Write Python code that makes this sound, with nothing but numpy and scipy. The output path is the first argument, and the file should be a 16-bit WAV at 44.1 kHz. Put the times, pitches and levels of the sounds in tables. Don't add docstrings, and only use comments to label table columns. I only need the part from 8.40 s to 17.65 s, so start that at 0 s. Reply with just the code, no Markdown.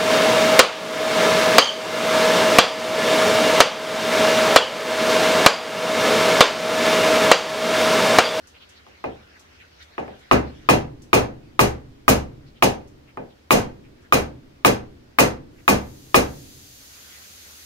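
import sys
import numpy as np
from scipy import signal
from scipy.fft import rfft, irfft, next_fast_len
from scipy.io import wavfile
from scipy.ndimage import uniform_filter1d, minimum_filter1d, map_coordinates

SR = 44100
rng = np.random.default_rng(int(sys.argv[2]) if len(sys.argv) > 2 else 0)


def wav_record(signal):
    frames = np.transpose(np.atleast_2d(signal))
    bounded = np.clip(frames, -1, 1)
    quanta = np.round(bounded * 32767).astype(np.int16)
    wavfile.write(sys.argv[1], SR, quanta)


N = 408132
TIME_S = np.arange(N) / SR
RING_S = np.arange(SR) / SR


def amp(db):
    return 10 ** (np.asarray(db) / 20)


def unit(x):
    return x / np.sqrt(np.mean(x ** 2) + 1e-20)


def along(points, hz):
    point_hz, value = np.transpose(points)
    return np.interp(np.log(hz + 1), np.log(point_hz + 1), value)


def wobble(knots_per_s):
    knots = rng.standard_normal(int(N * knots_per_s / SR) + 4)
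    return map_coordinates(knots, [np.arange(N) * knots_per_s / SR])


def filtered(x, response):
    size = x.shape[-1]
    padded = next_fast_len(size + 4096)
    spectrum = rfft(x, padded) * response(np.fft.rfftfreq(padded, 1 / SR))
    return irfft(spectrum, padded)[..., :size]


# (frequency [Hz], side re mid [dB])
SIDE_TO_MID = [(60, -16), (130, -14.5), (260, -6.5), (500, 2.5), (12000, -0.5)]


def noise(spectrum, size):
    def mid_side_gain(hz):
        return amp(along(spectrum, hz)) * amp([0 * hz, along(SIDE_TO_MID, hz)])

    mid, side = filtered(rng.standard_normal((2, size)), mid_side_gain)
    return unit(np.array([mid + side, mid - side]))


def add(track, start_s, sound):
    part = track[:, max(round(start_s * SR), 0):][:, :sound.shape[-1]]
    part += sound[:, :part.shape[-1]]


def swell(t, rise_s, t60_s):
    return (1 - np.exp(-t / rise_s)) * amp(-60 * t / t60_s)


# (frequency [Hz], relative density [dB per Hz])
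RUMBLE_SPECTRUM = [(20, -28.5), (45, -22), (75, 0.5), (110, -17), (160, -19.5), (230, -15), (500, -20),
                   (1000, -27.5), (5000, -35), (9000, -46), (16000, -48)]


def rumble(level_db):
    return amp(level_db) * noise(RUMBLE_SPECTRUM, N)


# (start [s], length [s], level [dB])
MOVES = [(0, 2.29, -55), (8.6, 0.54, -53.5)]
MOVE_FADE_S = 0.29
SWING_LEAD_S, SWING_WIDTH_S, SWING_DB = 0.1, 0.08, -71.5
ARM_DB, ARM_WAVER_DB = -69.5, 0.5


def arm_motion():
    moves = 0
    for start_s, length_s, db in MOVES:
        inside_s = np.minimum(TIME_S - start_s, start_s + length_s - TIME_S)
        moves = moves + amp(db) * np.clip(1 + inside_s / MOVE_FADE_S, 0, 1)
    swings = 0
    for blow_s, force_db, *_ in STRIKES:
        offset = (TIME_S - blow_s + SWING_LEAD_S) / SWING_WIDTH_S
        swings = swings + amp(SWING_DB + force_db) * np.exp(-offset ** 2)
    waver = amp(ARM_WAVER_DB * wobble(knots_per_s=14))
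    return np.maximum(moves, (amp(ARM_DB) + swings) * waver)


def patchy(x, depth_db):
    z = signal.stft(x, nperseg=512)[2]
    field = rng.standard_normal(z.shape[1:])
    field = uniform_filter1d(field, size=8, axis=0)
    field = uniform_filter1d(field, size=9, axis=1)
    patched = signal.istft(z * amp(depth_db * unit(field)), nperseg=512)[1]
    return unit(patched[:, :N])


# (frequency [Hz], relative density [dB per Hz])
CLOTH_SPECTRUM = [(300, -9.5), (900, -10), (1400, -1), (2800, -4.5), (5500, -11.5), (8000, -26.5),
                  (16000, -32.5)]


def sleeves():
    return arm_motion() * patchy(noise(CLOTH_SPECTRUM, N), depth_db=3.2)


# (time [s], relative level [dB])
GRIP_TICKS = [(0.0713, -50.5), (0.29, -53.5), (0.994, -52), (1.4225, -56), (1.79, -59), (2.6188, -51.5),
              (4.4742, -59), (5.6181, -65.5)]


def grip_ticks(level_db):
    out = np.zeros((2, N))
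    t = RING_S[:SR // 4]
    for start_s, db in GRIP_TICKS:
        tick = noise([(1500, -29), (6000, 5.0), (15000, -15)], len(t))
        add(out, start_s, amp(db + level_db) * tick * swell(t, rise_s=0.00069, t60_s=0.2))
    return out


# (time [s], centre frequency [Hz], level [dB])
SCUFFS = [(0.128, 2800, -51.5), (0.191, 3130, -47.5), (.34, 4070, -54), (0.36, 2170, -57),
          (0.931, 1800, -53), (1.179, 2450, -48.5), (1.38, 1860, -49), (1.388, 3780, -49),
          (4.047, 4300, -60), (4.14, 3030, -57), (4.66, 2500, -56), (4.658, 1500, -61), (4.879, 3330, -61),
          (5.42, 2320, -58.5), (5.619, 1600, -56), (7.16, 2180, -57.5)]


def scuffs():
    out = np.zeros((2, N))
    stroke = np.hanning(SR // 14)
    for start_s, hz, db in SCUFFS:
        band = [(hz / 2, -35), (hz / 1.4, -7), (hz, 0), (hz * 1.26, -7), (hz * 2, -35)]
        add(out, start_s, amp(db) * stroke * noise(band, len(stroke)))
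    return out


# (frequency [Hz], relative level [dB], t60 [s])
WALL_PARTIALS = [(360.4, -18, 0.082), (731, -20.5, 0.25), (876, -15.5, 0.098), (1060, -5.5, 0.03),
                 (1120, -12, 0.1), (1208, -2, 0.038), (1720, -27, 0.018), (2456, -13.5, 0.16)]
# (frequency [Hz], relative density [dB per Hz])
CRACK_SPECTRUM = [(500, -20.5), (1500, 5.5), (2700, 7), (6000, -21.5), (15000, -13.5)]


def clang(lag_s, scatter_db, crack_db):
    t = np.maximum(RING_S[:SR // 4] - np.array([[0], [lag_s]]), 0)
    wall = 0
    for hz, db, t60_s in WALL_PARTIALS:
        level = amp(db + scatter_db * rng.normal())
        wall = wall + level * np.sin(2 * np.pi * hz * t) * swell(t, 0.00069, t60_s)
    crack = amp(crack_db) * noise(CRACK_SPECTRUM, t.shape[1]) * swell(t, 0.00024, 0.022)
    return wall + crack


# (frequency [Hz], relative density [dB per Hz])
CLATTER_SPECTRUM = [(30, -0.5), (90, 4.5), (180, 2), (240, 6.5), (850, -0.5), (1280, -4.5), (1450, -6.5),
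                    (2400, -6.5), (3500, -15), (6300, -12.5), (7600, -19.5), (11700, -16.5), (13700, -25.5),
                    (15600, -27)]
# (frequency [Hz], rise [s])
RING_RISE = [(60, 0.053), (300, 0.0013), (1100, 0.0096), (2500, 0.003), (5000, 0.013), (12000, 0.0088)]
# (frequency [Hz], t60 [s])
RING_DECAY = [(60, 0.44), (300, 0.33), (800, 0.31), (2000, 0.28), (5000, 0.23), (12000, 0.18)]


def clatter(ripple_db):
    def ripple(hz):
        knots_hz = np.linspace(0, SR / 2, len(ripple_db))
        return amp(np.interp(hz, knots_hz, ripple_db) * (hz > 1300))

    bunched = filtered(noise(CLATTER_SPECTRUM, len(RING_S)), ripple)
    hz, t, z = signal.stft(bunched, SR, nperseg=256)
    shape = swell(t, along(RING_RISE, hz)[:, None], along(RING_DECAY, hz)[:, None])
    return signal.istft(z * shape, SR, nperseg=256)[1][:, :len(RING_S)]


# (frequency [Hz], relative level before tilt [dB])
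BOX_MODES = [(70, -25), (121, -23), (151, -26), (201, -23), (230, -27), (256, -24), (289, -25), (326, -24),
             (405, -21), (462, -23), (495, -20), (525, -20), (568, -28), (598, -24), (642, -27), (685, -29),
             (719, -24), (778, -23), (828, -27), (883, -21), (914, -26), (978, -27), (1035, -28),
             (1188, -26), (1483, -32), (1911, -33), (2153, -37), (2327, -36), (2527, -40), (2665, -42)]


def box_modes(linger, tilt_db_per_octave):
    hz, db = np.transpose(BOX_MODES)[:, :, None, None]
    spread = np.arctan(amp(along(SIDE_TO_MID, hz)))
    apart = spread * rng.choice([-1, 1], hz.shape) * np.array([[1], [-1]])
    phase = rng.uniform(0, 2 * np.pi, hz.shape) + apart
    level = amp(db + tilt_db_per_octave * np.log2(hz / np.median(hz)))
    envelope = swell(RING_S, along(RING_RISE, hz), linger * along(RING_DECAY, hz))
    return level * np.sin(2 * np.pi * hz * RING_S + phase) * envelope


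# (frequency [Hz], relative density [dB per Hz])
BOOM_SPECTRUM = [(25, 4), (70, -1.5), (140, 7.5), (175, -7), (280, 1.5), (480, -15.5), (900, -32.5),
                 (2000, -34), (5000, -84)]


def framing_boom(level_db):
    return amp(level_db) * noise(BOOM_SPECTRUM, len(RING_S)) * swell(RING_S, 0.019, 1.616)


# (delay [s], relative level [dB])
WALL_REFLECTIONS = [(0.0091, -15), (0.0096, -17), (0.0177, -12)]


def wall_echoes(t60_s):
    out = np.zeros((2, len(RING_S)))
    t = RING_S[:SR // 20]
    for delay_s, db in WALL_REFLECTIONS:
        burst = noise([(1500, -17.5), (5000, -1.5), (11500, -4.5), (15500, -2.5)], len(t))
        add(out, delay_s, amp(db) * burst * swell(t, 0.00016, t60_s))
    return out


# (frequency [Hz], gain [dB])
CONTACT_COLOUR = [(220, -0.68), (400, 0.5), (850, -2.03), (1150, -1.4), (1600, 0.5), (2500, -3), (3700, 0),
                  (11000, -3)]
# (frequency [Hz], share [1])
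BRIGHTNESS_SHARE = [(850, 0.014), (1150, 0.15), (1600, 0.11), (2600, 0.26), (11000, 0.99)]
# (frequency [Hz], share [1])
THUD_SHARE = [(100, 1), (400, 0)]
# (frequency [Hz], share [1])
HOLLOW_SHARE = [(400, 0.14), (850, 0.81), (1150, -0.44), (3000, 0.55)]


def contact(hz, bright_db, thud_db, hollow_db):
    colour_db = along(CONTACT_COLOUR, hz)
    colour_db = colour_db + bright_db * along(BRIGHTNESS_SHARE, hz)
    colour_db = colour_db + thud_db * along(THUD_SHARE, hz)
    return amp(colour_db + hollow_db * along(HOLLOW_SHARE, hz))


# (time [s], force [dB], brightness [dB], stud thud [dB], hollowness [dB])
STRIKES = [(0.466, -43, -12, -1, 6), (0.6409, -18, -33.5, -7.5, 4.5), (1.58, -17.5, -28.5, -8.5, 3.5),
           (1.6792, -30, -46, -3, 5), (1.9122, -1, -11, -3.5, -1), (2.2885, -0.5, -3, -2, 3),
           (2.7307, -0.5, -1.5, -2, 1), (3.1924, -1.7, 4, -1.5, 0.5), (3.68, -1.5, 5.5, 0, 0.5),
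           (4.2239, -4, -1, -3, 5.5), (4.7725, -22, -43, -2.5, 2), (5.107, 0.4, 4, -4, 1),
           (5.7238, -2.5, 2, -2.5, 1), (6.248, -1.5, 3, -4.5, 0), (6.7864, 0, 4.5, -4.5, 0),
           (7.279, -1.5, 4, -2, 0), (7.744, -1.5, 4.5, -2.5, .5)]
RIPPLE_DB, RIPPLE_SHIFT_DB = 3, 2


def hammering(clatter_db, box_db, plate_db, boom_db, scatter_db):
    out = np.zeros((2, N))
    ripple_db = RIPPLE_DB * rng.standard_normal(size=400)
    shared = clatter(ripple_db)
    modes = box_modes(linger=1.086, tilt_db_per_octave=-2.5)
    for start_s, force_db, *touch in STRIKES:
        own = clatter(ripple_db + RIPPLE_SHIFT_DB * rng.standard_normal(len(ripple_db)))
        blow = amp(clatter_db) * (shared + own) / np.sqrt(2)
        mode_gains = amp(box_db + scatter_db * rng.standard_normal(len(BOX_MODES)))
        blow += np.tensordot(mode_gains, modes, 1)
        blow += wall_echoes(t60_s=0.032)
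        add(blow, 0, amp(plate_db) * clang(lag_s=0.00022, scatter_db=2.0, crack_db=-7.5))
        blow += framing_boom(boom_db)
        add(out, start_s, amp(force_db) * filtered(blow, lambda hz: contact(hz, *touch)))
    return out


# (frequency [Hz], relative density [dB per Hz])
HISS_SPECTRUM = [(800, -19), (1500, -6.5), (2500, -3), (4500, 2.5), (5700, 0.5), (6450, 5), (7900, -4),
                 (9800, -4), (11500, -1), (15600, -5.5)]
HISS_START_S, HISS_RISE_S, HISS_DB = 7.084, 1, -44.5


def hiss():
    since_s = np.maximum(TIME_S - HISS_START_S, 0)
    return amp(HISS_DB) * (1 - np.exp(-since_s / HISS_RISE_S)) * noise(HISS_SPECTRUM, N)


def scene():
    handling = sleeves() + grip_ticks(level_db=-0.5) + scuffs()
    blows = hammering(clatter_db=-5, box_db=1.5, plate_db=6.0, boom_db=-32.0, scatter_db=2.5)
    return rumble(level_db=-55.5) + handling + blows + hiss()


def limiter(x, ceiling_db, release_db_per_s):
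    over_db = np.maximum(20 * np.log10(np.abs(x).max(0) + 1e-9) - ceiling_db, 0)
    recovery_db = release_db_per_s * TIME_S
    held_db = np.maximum.accumulate(over_db + recovery_db) - recovery_db
    return x * uniform_filter1d(minimum_filter1d(amp(-held_db), size=65), size=65)


TOP_HZ = 15750


def record(dry):
    held = limiter(dry, ceiling_db=3.5, release_db_per_s=76)
    rounded = held / (1 + np.abs(held) ** 4) ** (1 / 4)
    return filtered(rounded, lambda hz: np.interp(hz, [TOP_HZ - 150, TOP_HZ + 50], [1, 0]))


dry = scene()
out = record(dry)
wav_record(out)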